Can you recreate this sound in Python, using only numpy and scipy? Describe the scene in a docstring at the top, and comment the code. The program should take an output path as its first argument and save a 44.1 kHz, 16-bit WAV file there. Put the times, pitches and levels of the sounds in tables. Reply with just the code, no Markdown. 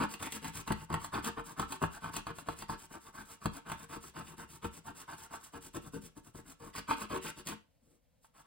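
"""A plastic scraper is rubbed quickly back and forth over a coated page in a pad lying on a table.
Each stroke is a stream of grit that hisses at the edge, rasps in the scraper, rings page and pad and
drums the table. The edge also bites on outward strokes and catches on ridges of coating.
A phone with two microphone ports listens from close above, in a quiet room."""
import sys
import numpy as np
from scipy import signal
from scipy.fft import rfft, irfft, next_fast_len
from scipy.io import wavfile
from scipy.ndimage import uniform_filter1d

SR = 44100
rng = np.random.default_rng(int(sys.argv[2]) if len(sys.argv) > 2 else 0)


def dump(signal):
    """Clip the signal to [-1, 1] and save it as 16-bit WAV at the path in sys.argv[1]."""
    limited = np.clip(np.atleast_2d(signal).T, -1, 1)
    pcm = np.round(limited * 32767).astype(np.int16)
    wavfile.write(sys.argv[1], SR, pcm)


N = 373086
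TIME_S = np.arange(N) / SR
FFT_SIZE = next_fast_len(N + SR)
BIN_HZ = np.arange(FFT_SIZE // 2 + 1) * SR / FFT_SIZE


def undb(db):
    """dB to gain."""
    return 10 ** (np.asarray(db) / 20)


def through(x, response):
    """Filter by a frequency response."""
    return irfft(rfft(x, FFT_SIZE) * response, FFT_SIZE)[..., :N]


def unit_rms(x):
    """Scale a signal or response to rms 1."""
    return x / np.sqrt(np.mean(np.abs(x) ** 2))


def colour(points):
    """Response from (f/Hz, level/dB) points joined on a log-frequency axis."""
    hz, db = np.transpose(points)
    return undb(np.interp(np.log(BIN_HZ + 1), np.log(hz), db))


def wander(rate_hz):
    """Random values, held and slewed; spread near 1."""
    hold = int(SR / rate_hz)
    return uniform_filter1d(np.repeat(rng.standard_normal(N // hold + 1), hold), hold)[:N]


# left port over right: f/Hz, level/dB
PORT_BALANCE = [(60, 4.0), (110, 2.5), (200, 4.5), (380, 8.0), (700, 1.0), (1290, -0.5), (2380, 0.0),
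                (4400, -1.0), (8120, 0.0), (15000, 0.0)]
# lead of the left port: f/Hz, phase/rad
PORT_LEAD = [(0, 0), (600, -1.5), (1120, -1.2), (2070, .3), (2840, -.2), (4480, .8), (5900, 3.2),
             (8600, 6.3), (11800, 9.5), (14000, 12.1), (15800, 12.9)]


def ports(x):
    """Left and right: path and housing shift the phase, and the right port gets less bass."""
    hz, lead_rad = np.transpose(PORT_LEAD)
    right_response = np.exp(-1j * np.interp(BIN_HZ, hz, lead_rad)) / colour(PORT_BALANCE)
    return np.array([x, through(x, right_response)])


# room noise spectrum: f/Hz, relative density/dB
NOISE_SPECTRUM = [(18, -31.5), (30, 6.5), (279, -7), (382, -27.5), (483, -5), (1210, -26.5), (2330, -24.5),
                  (3540, -28), (14200, -31), (15800, -32.5)]


def room_noise(base_db=-74.5):
    """Faint noise of the room, partly shared by the ports."""
    shape = unit_rms(colour(NOISE_SPECTRUM))
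    shared = through(rng.standard_normal(N), shape)
    separate = through(rng.standard_normal((2, N)), shape)
    return undb(base_db + wander(36)) * (ports(shared) + 0.84 * separate)


# colour of the room tail: f/Hz, level/dB
TAIL_SPECTRUM = [(150, -2), (600, -5), (3000, 7.5), (12000, -10.5)]


def room_tail(x, t60_s=0.27, gap_s=0.004, send_db=-8):
    """Short diffuse reverberation, unrelated at the two ports."""
    t = TIME_S[:SR // 2]
    tail = rng.standard_normal((2, len(t))) * np.exp(-np.log(1000) * t / t60_s) * (t > gap_s)
    tail /= np.sqrt(np.sum(tail ** 2) / 2)
    return undb(send_db) * through(x, colour(TAIL_SPECTRUM) * rfft(tail, FFT_SIZE))


def ring(force, modes, wander_db):
    """Decaying modes of a body; as the edge moves about, each is driven now more, now less."""
    hz, peak_db, t60_s = np.transpose(modes)
    poles = np.exp((2j * np.pi * hz - np.log(1000) / t60_s) / SR)
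    gains = undb(peak_db) / t60_s * (-1) ** np.arange(len(hz))
    gains /= np.sqrt(np.sum(gains ** 2 / (2 - 2 * np.abs(poles) ** 2)))  # noise gain near 1
    out = 0
    for gain, pole in zip(gains, poles):
        drive = force * undb(wander_db * wander(12))
        out = out + gain * signal.lfilter([0, pole.imag], [1, -2 * pole.real, abs(pole) ** 2], drive)
    return out


def grit(scatter_db, judder_db, judder_hz, cap_db=20):
    """Dense uneven grains, capped in size by the coating's thickness; the juddering edge clumps them."""
    size_db = np.minimum(scatter_db * rng.exponential(size=N), cap_db)
    return unit_rms(rng.standard_normal(N) * undb(size_db + judder_db * wander(judder_hz)))


# strokes, out and back in turn: t/s, length/s, hiss level/dB, page level/dB
HAND_STROKES = [(0.0, 0.043, -43.5, -29.5), (0.1, 0.051, -45, -47), (0.203, 0.077, -47, -43.5),
                (0.314, 0.059, -44, -47), (0.425, 0.072, -47.5, -43), (0.537, 0.07, -46, -49),
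                (0.671, 0.044, -48.5, -42), (0.766, 0.076, -56, -52), (0.9, 0.068, -60, -38.5),
                (1, 0.073, -51.5, -50), (1.132, .06, -48.5, -33.5), (1.238, .051, -39.5, -37),
                (1.373, 0.03, -52, -36.5), (1.453, 0.076, -50.5, -50), (1.576, 0.064, -52, -39.5),
                (1.684, 0.074, -50.5, -45.5), (1.812, 0.045, -48.5, -43), (1.913, 0.061, -54, -46),
                (2.019, 0.073, -54, -43), (2.131, 0.058, -47, -43.5), (2.268, 0.04, -57.5, -40.5),
                (2.353, 0.065, -54, -55.5), (2.468, 0.064, -51.5, -45.5), (2.565, 0.066, -51.5, -53),
                (2.694, 0.047, -48.5, -38.5), (2.785, 0.068, -54, -53.5), (2.909, 0.063, -55.5, -43),
                (3.007, 0.086, -57, -57), (3.141, 0.084, -56, -46), (3.257, 0.096, -55, -57),
                (3.416, 0.056, -55.5, -46), (3.526, 0.06, -52, -46.5), (3.662, 0.083, -54.5, -43.5),
                (3.769, 0.077, -54.5, -53), (3.896, 0.074, -51, -46), (4.011, .084, -55, -57),
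                (4.147, 0.081, -55.5, -47.5), (4.252, 0.084, -56.5, -54), (4.38, 0.058, -53.5, -46.5),
                (4.488, 0.079, -55, -57), (4.628, 0.044, -51.5, -41.5), (4.722, 0.066, -55.5, -56.5),
                (4.852, .06, -56.5, -45.5), (4.957, 0.071, -52, -50.5), (5.081, 0.067, -54, -42.5),
                (5.176, 0.081, -52, -51.5), (5.308, 0.062, -54.5, -42.5), (5.406, 0.078, -55, -54),
                (5.535, 0.038, -49, -42.5), (5.618, 0.059, -51, -54), (5.744, 0.03, -47, -40.5),
                (5.824, 0.056, -54.5, -55), (5.933, 0.045, -53, -45), (6.021, 0.059, -55, -59),
                (6.165, 0.024, -56, -53.5), (6.243, 0.052, -57, -61), (6.349, 0.053, -53.5, -51.5),
                (6.457, .071, -55.5, -57.5), (6.6, .1, -57.5, -54), (6.746, 0.048, -43.5, -42),
                (6.886, 0.052, -45, -34.5), (6.973, 0.07, -48.5, -44), (7.102, 0.073, -49, -37.5),
                (7.224, .08, -45.5, -45), (7.37, 0.036, -51, -47), (7.461, 0.069, -47, -45),
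                (7.819, 0.16, -79, -84.5), (8.222, 0.046, -68.5, -91), (8.348, 0.071, -64, -57.5),
                (8.45, .033, -74, -56)]
# response as the hand works over the page: t/s, rasp offset/dB, pad over page/dB, table offset/dB
BODY_RESPONSE = [(0, 22, 2, -31), (.5, 21, -0.5, -14), (.95, 20, -3.5, -15), (1.25, 20.5, 2.5, -20),
                 (1.8, 18, -7, -20.5), (2.3, 25.5, 1.5, -15.5), (2.9, 18, -2, -26), (3.5, 19, -5, -24),
                 (4.2, 26.5, 0.5, -20.5), (4.7, 20.5, 1, -19), (5.3, 16.5, -8, -27.5), (5.6, 11, 1, -19.5),
                 (5.9, 20, 9.5, -20), (6.4, 16, 3, -20), (6.8, 22, 2, -25.5), (7.4, 25.5, 4, -25),
                 (7.9, 29.5, 19, -37.5), (8.3, 22.5, -13, -22)]


def stroke_gains(rise_out_s=0.012, rise_back_s=0.013, fall_s=0.015, ends_db=-7.5,
                 swell_out_db=1.5, swell_back_db=4):
    """Envelopes for edge, scraper, page, pad and table: the hand speeds up, slides and slows to turn."""
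    out = np.zeros((5, N))
    times_s, *offsets_db = np.transpose(BODY_RESPONSE)
    swell_share = [0.51, 0.21, 1, 0.7, 0.4]  # most in the page, which takes the hand's pressure
    for k, (start_s, length_s, hiss_db, page_db) in enumerate(HAND_STROKES):
        rise_s, swell_db = (rise_back_s, swell_back_db) if k % 2 else (rise_out_s, swell_out_db)
        span = slice(max(int((start_s - 0.1) * SR), 0), int((start_s + length_s + 0.15) * SR))
        t = TIME_S[span] - start_s
        fade_in = np.exp(np.minimum(-t / rise_s, 5))
        fade_out = np.exp(np.minimum((t - length_s) / fall_s, 5))
        ramp = 2 * np.clip(t / length_s, 0, 1) - 1
        shape_db = ends_db * (fade_in + fade_out) + np.outer(swell_share, swell_db * ramp)
        rasp_offset, pad_offset, table_offset = (np.interp(start_s, times_s, db) for db in offsets_db)
        rasp_db = 0.91 * hiss_db + 0.63 * page_db + rasp_offset
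        pad_db = page_db + pad_offset
        table_db = 0.61 * pad_db + table_offset
        levels_db = np.array([hiss_db, rasp_db, page_db, pad_db, table_db])
        out[:, span] += undb(shape_db + levels_db[:, None])
    return out


def bites(page_offset_db=-4.5, low_offset_db=-2.5, hiss_db=-29):
    """The edge bites as each outward stroke starts; rows as in RIDGE_CATCHES."""
    times_s, _, pad_db, _ = np.transpose(BODY_RESPONSE)
    return [(start_s, page_db + page_offset_db, low_offset_db + np.interp(start_s, times_s, pad_db), hiss_db)
            for start_s, _, _, page_db in HAND_STROKES[::2]]


# catches on ridges: t/s, base level/dB, pad and table offset/dB, hiss offset/dB
RIDGE_CATCHES = [(.028, -37, -21.5, -18.5), (.137, -43, -37, 9), (.225, -34, -20.5, -2),
                 (.269, -35.5, -29, -13.5), (.321, -45.5, -2.5, 12.5), (.443, -36.5, -20, -3),
                 (.675, -33, -7.5, -3), (.704, -25.5, -2, -31), (.719, -27.5, -17, -6),
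                 (.9, -36.5, -3, -11.5), (.926, -33, -4, -8.5), (.939, -26, -11.5, -10.5),
                 (1.044, -36.5, -31, -3), (1.137, -32.5, -15, -14), (1.175, -30, -26, -24),
                 (1.243, -36, -24, 1.5), (1.595, -26, -8.5, -11), (1.721, -33, -28, 0),
                 (1.816, -29, -5, -23.5), (1.824, -28.5, -2.5, -12), (1.836, -21, -9, -20.5),
                 (2.042, -35, -36.5, -19), (2.164, -36.5, -4.5, 4), (2.267, -32.5, -12, -14.5),
                 (2.384, -37.5, -31, -10), (2.485, -25.5, -12.5, -18), (2.621, -38, -9, -6),
                 (2.695, -29, -11, -22), (3.456, -25.5, -3.5, -12), (3.697, -33.5, -18, -12),
                 (3.716, -28.5, -13, -10), (3.962, -45, 3, -12), (4.186, -40, -7, -16),
                 (4.643, -32, -1, -13), (5.132, -41.5, -9, -9), (5.337, -36, -36, -24),
                 (5.765, -41, 3.5, -5), (5.94, -46, 1, -20), (6.165, -59, 5, -10), (6.346, -49, 3.5, -27),
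                 (6.385, -52, 5, -8), (6.751, -43.5, -9, -3), (6.909, -23, -23.5, -27),
                 (7.47, -43.5, -5, 11.5), (7.485, -41, -20, 5), (8.243, -54, -32, -12)]


def catches(push_s=0.00014, rattle_s=0.0015, spray_s=0.0057, grow_s=0.00125):
    """The edge jumps: grit sprays edge and scraper; a rattle grows to a push on page, pad and table."""
    out = np.zeros((5, N))
    t = TIME_S[:SR // 25]
    grow = 1 - np.exp(-t / grow_s)
    push_age = np.maximum(t - grow_s, 0) / push_s
    pulse = push_age * np.exp(1 - push_age)
    for start_s, base_db, low_db, hiss_db in bites() + list(RIDGE_CATCHES):
        grains = rng.standard_normal(len(t)) * grow
        push = pulse + 0.14 * grains * np.exp(-t / rattle_s)
        spray = grains * np.exp(-t / spray_s)
        offsets_db = np.array([hiss_db + 0.5, 0.62 * hiss_db - 0.5, 2.5, low_db + 3.5, low_db + 2])
        forces = undb(base_db + offsets_db)[:, None] * [spray, spray, push, push, push]
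        i = int(start_s * SR)
        out[:, i:i + len(t)] += forces[:, :N - i]
    return out


# modes of each body: f/Hz, relative peak level/dB, t60/s
TABLE_MODES = [(35.5, -6, 0.22), (68.1, -7, 0.25), (104, -6.5, 0.081), (119, -6.5, 0.081),
               (165.5, -5.5, 0.11)]
PAD_MODES = [(211.3, -4.5, 0.19), (283.2, 2, 0.084), (328.3, -6, 0.081), (374.7, -5.5, 0.075),
             (464.3, -4, 0.13), (585, -15.5, 0.041), (260, -11.5, 0.018)]
PAGE_MODES = [(709, -5, 0.042), (734, -8, 0.038), (813, -6.5, 0.046), (896, 2, 0.085), (1096, -18, 0.14),
              (1189, -3, 0.035), (1209, -6.5, 0.018), (1340, -3, 0.068), (1433, -8.5, 0.026),
              (1560, -4.5, 0.048), (1665, -8, 0.049), (1808, -13, 0.055), (1120, -2, 0.015)]
SCRAPER_MODES = [(2000, 1.5, 0.0092), (2490, -2.5, 0.024), (2783, 2, 0.012), (3088, -3.5, 0.035),
                 (3600, -2, 0.0095), (3910, -9.5, 0.017), (4180, -15.5, 0.013), (2680, -6.5, 0.00087),
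                 (4710, -5, .004)]
# hiss of the edge: f/Hz, relative density/dB
EDGE_SPECTRUM = [(4000, -14), (5200, -11.5), (6200, -7.5), (6900, -10.5), (7500, -4), (8500, -7.5),
                 (10000, -5.5), (11500, -17.5), (13500, -10.5), (15000, -15.5), (16000, -12.5)]


def scraping():
    """Grit and catches drive the edge, the scraper, the page, the pad and the table."""
    dust = grit(scatter_db=2.8, judder_db=2.43, judder_hz=150)
    flakes = grit(scatter_db=5.5, judder_db=4.3, judder_hz=120)
    lumps = grit(scatter_db=3.44, judder_db=3.16, judder_hz=90)
    forces = stroke_gains() * np.array([dust, flakes, lumps, lumps, lumps]) + catches()
    on_edge, on_scraper, on_page, on_pad, on_table = forces
    on_scraper = on_scraper + undb(-15) * on_page  # what shakes the page jolts the scraper too
    hiss = through(on_edge * undb(2.06 * wander(30)), unit_rms(colour(EDGE_SPECTRUM)))
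    rasp = ring(on_scraper, SCRAPER_MODES, wander_db=2.5)
    page = ring(on_page, PAGE_MODES, wander_db=2.5)
    pad = ring(on_pad, PAD_MODES, wander_db=3)
    table = ring(on_table, TABLE_MODES, wander_db=-0.5)
    return hiss + rasp + page + pad + table


def scene():
    """Scraping at both ports, its room tail and the room noise."""
    scrape = scraping()
    return ports(scrape) + room_tail(scrape) + room_noise()


def record(dry, bottom_hz=30, top_hz=15900):
    """The phone cuts the lowest bass and the top."""
    highpass = signal.butter(2, bottom_hz, "high", fs=SR, output="sos")
    lowpass = signal.ellip(10, 0.2, 80, top_hz, fs=SR, output="sos")
    return signal.sosfilt(lowpass, signal.sosfilt(highpass, dry))


dry = scene()
out = record(dry)
dump(out)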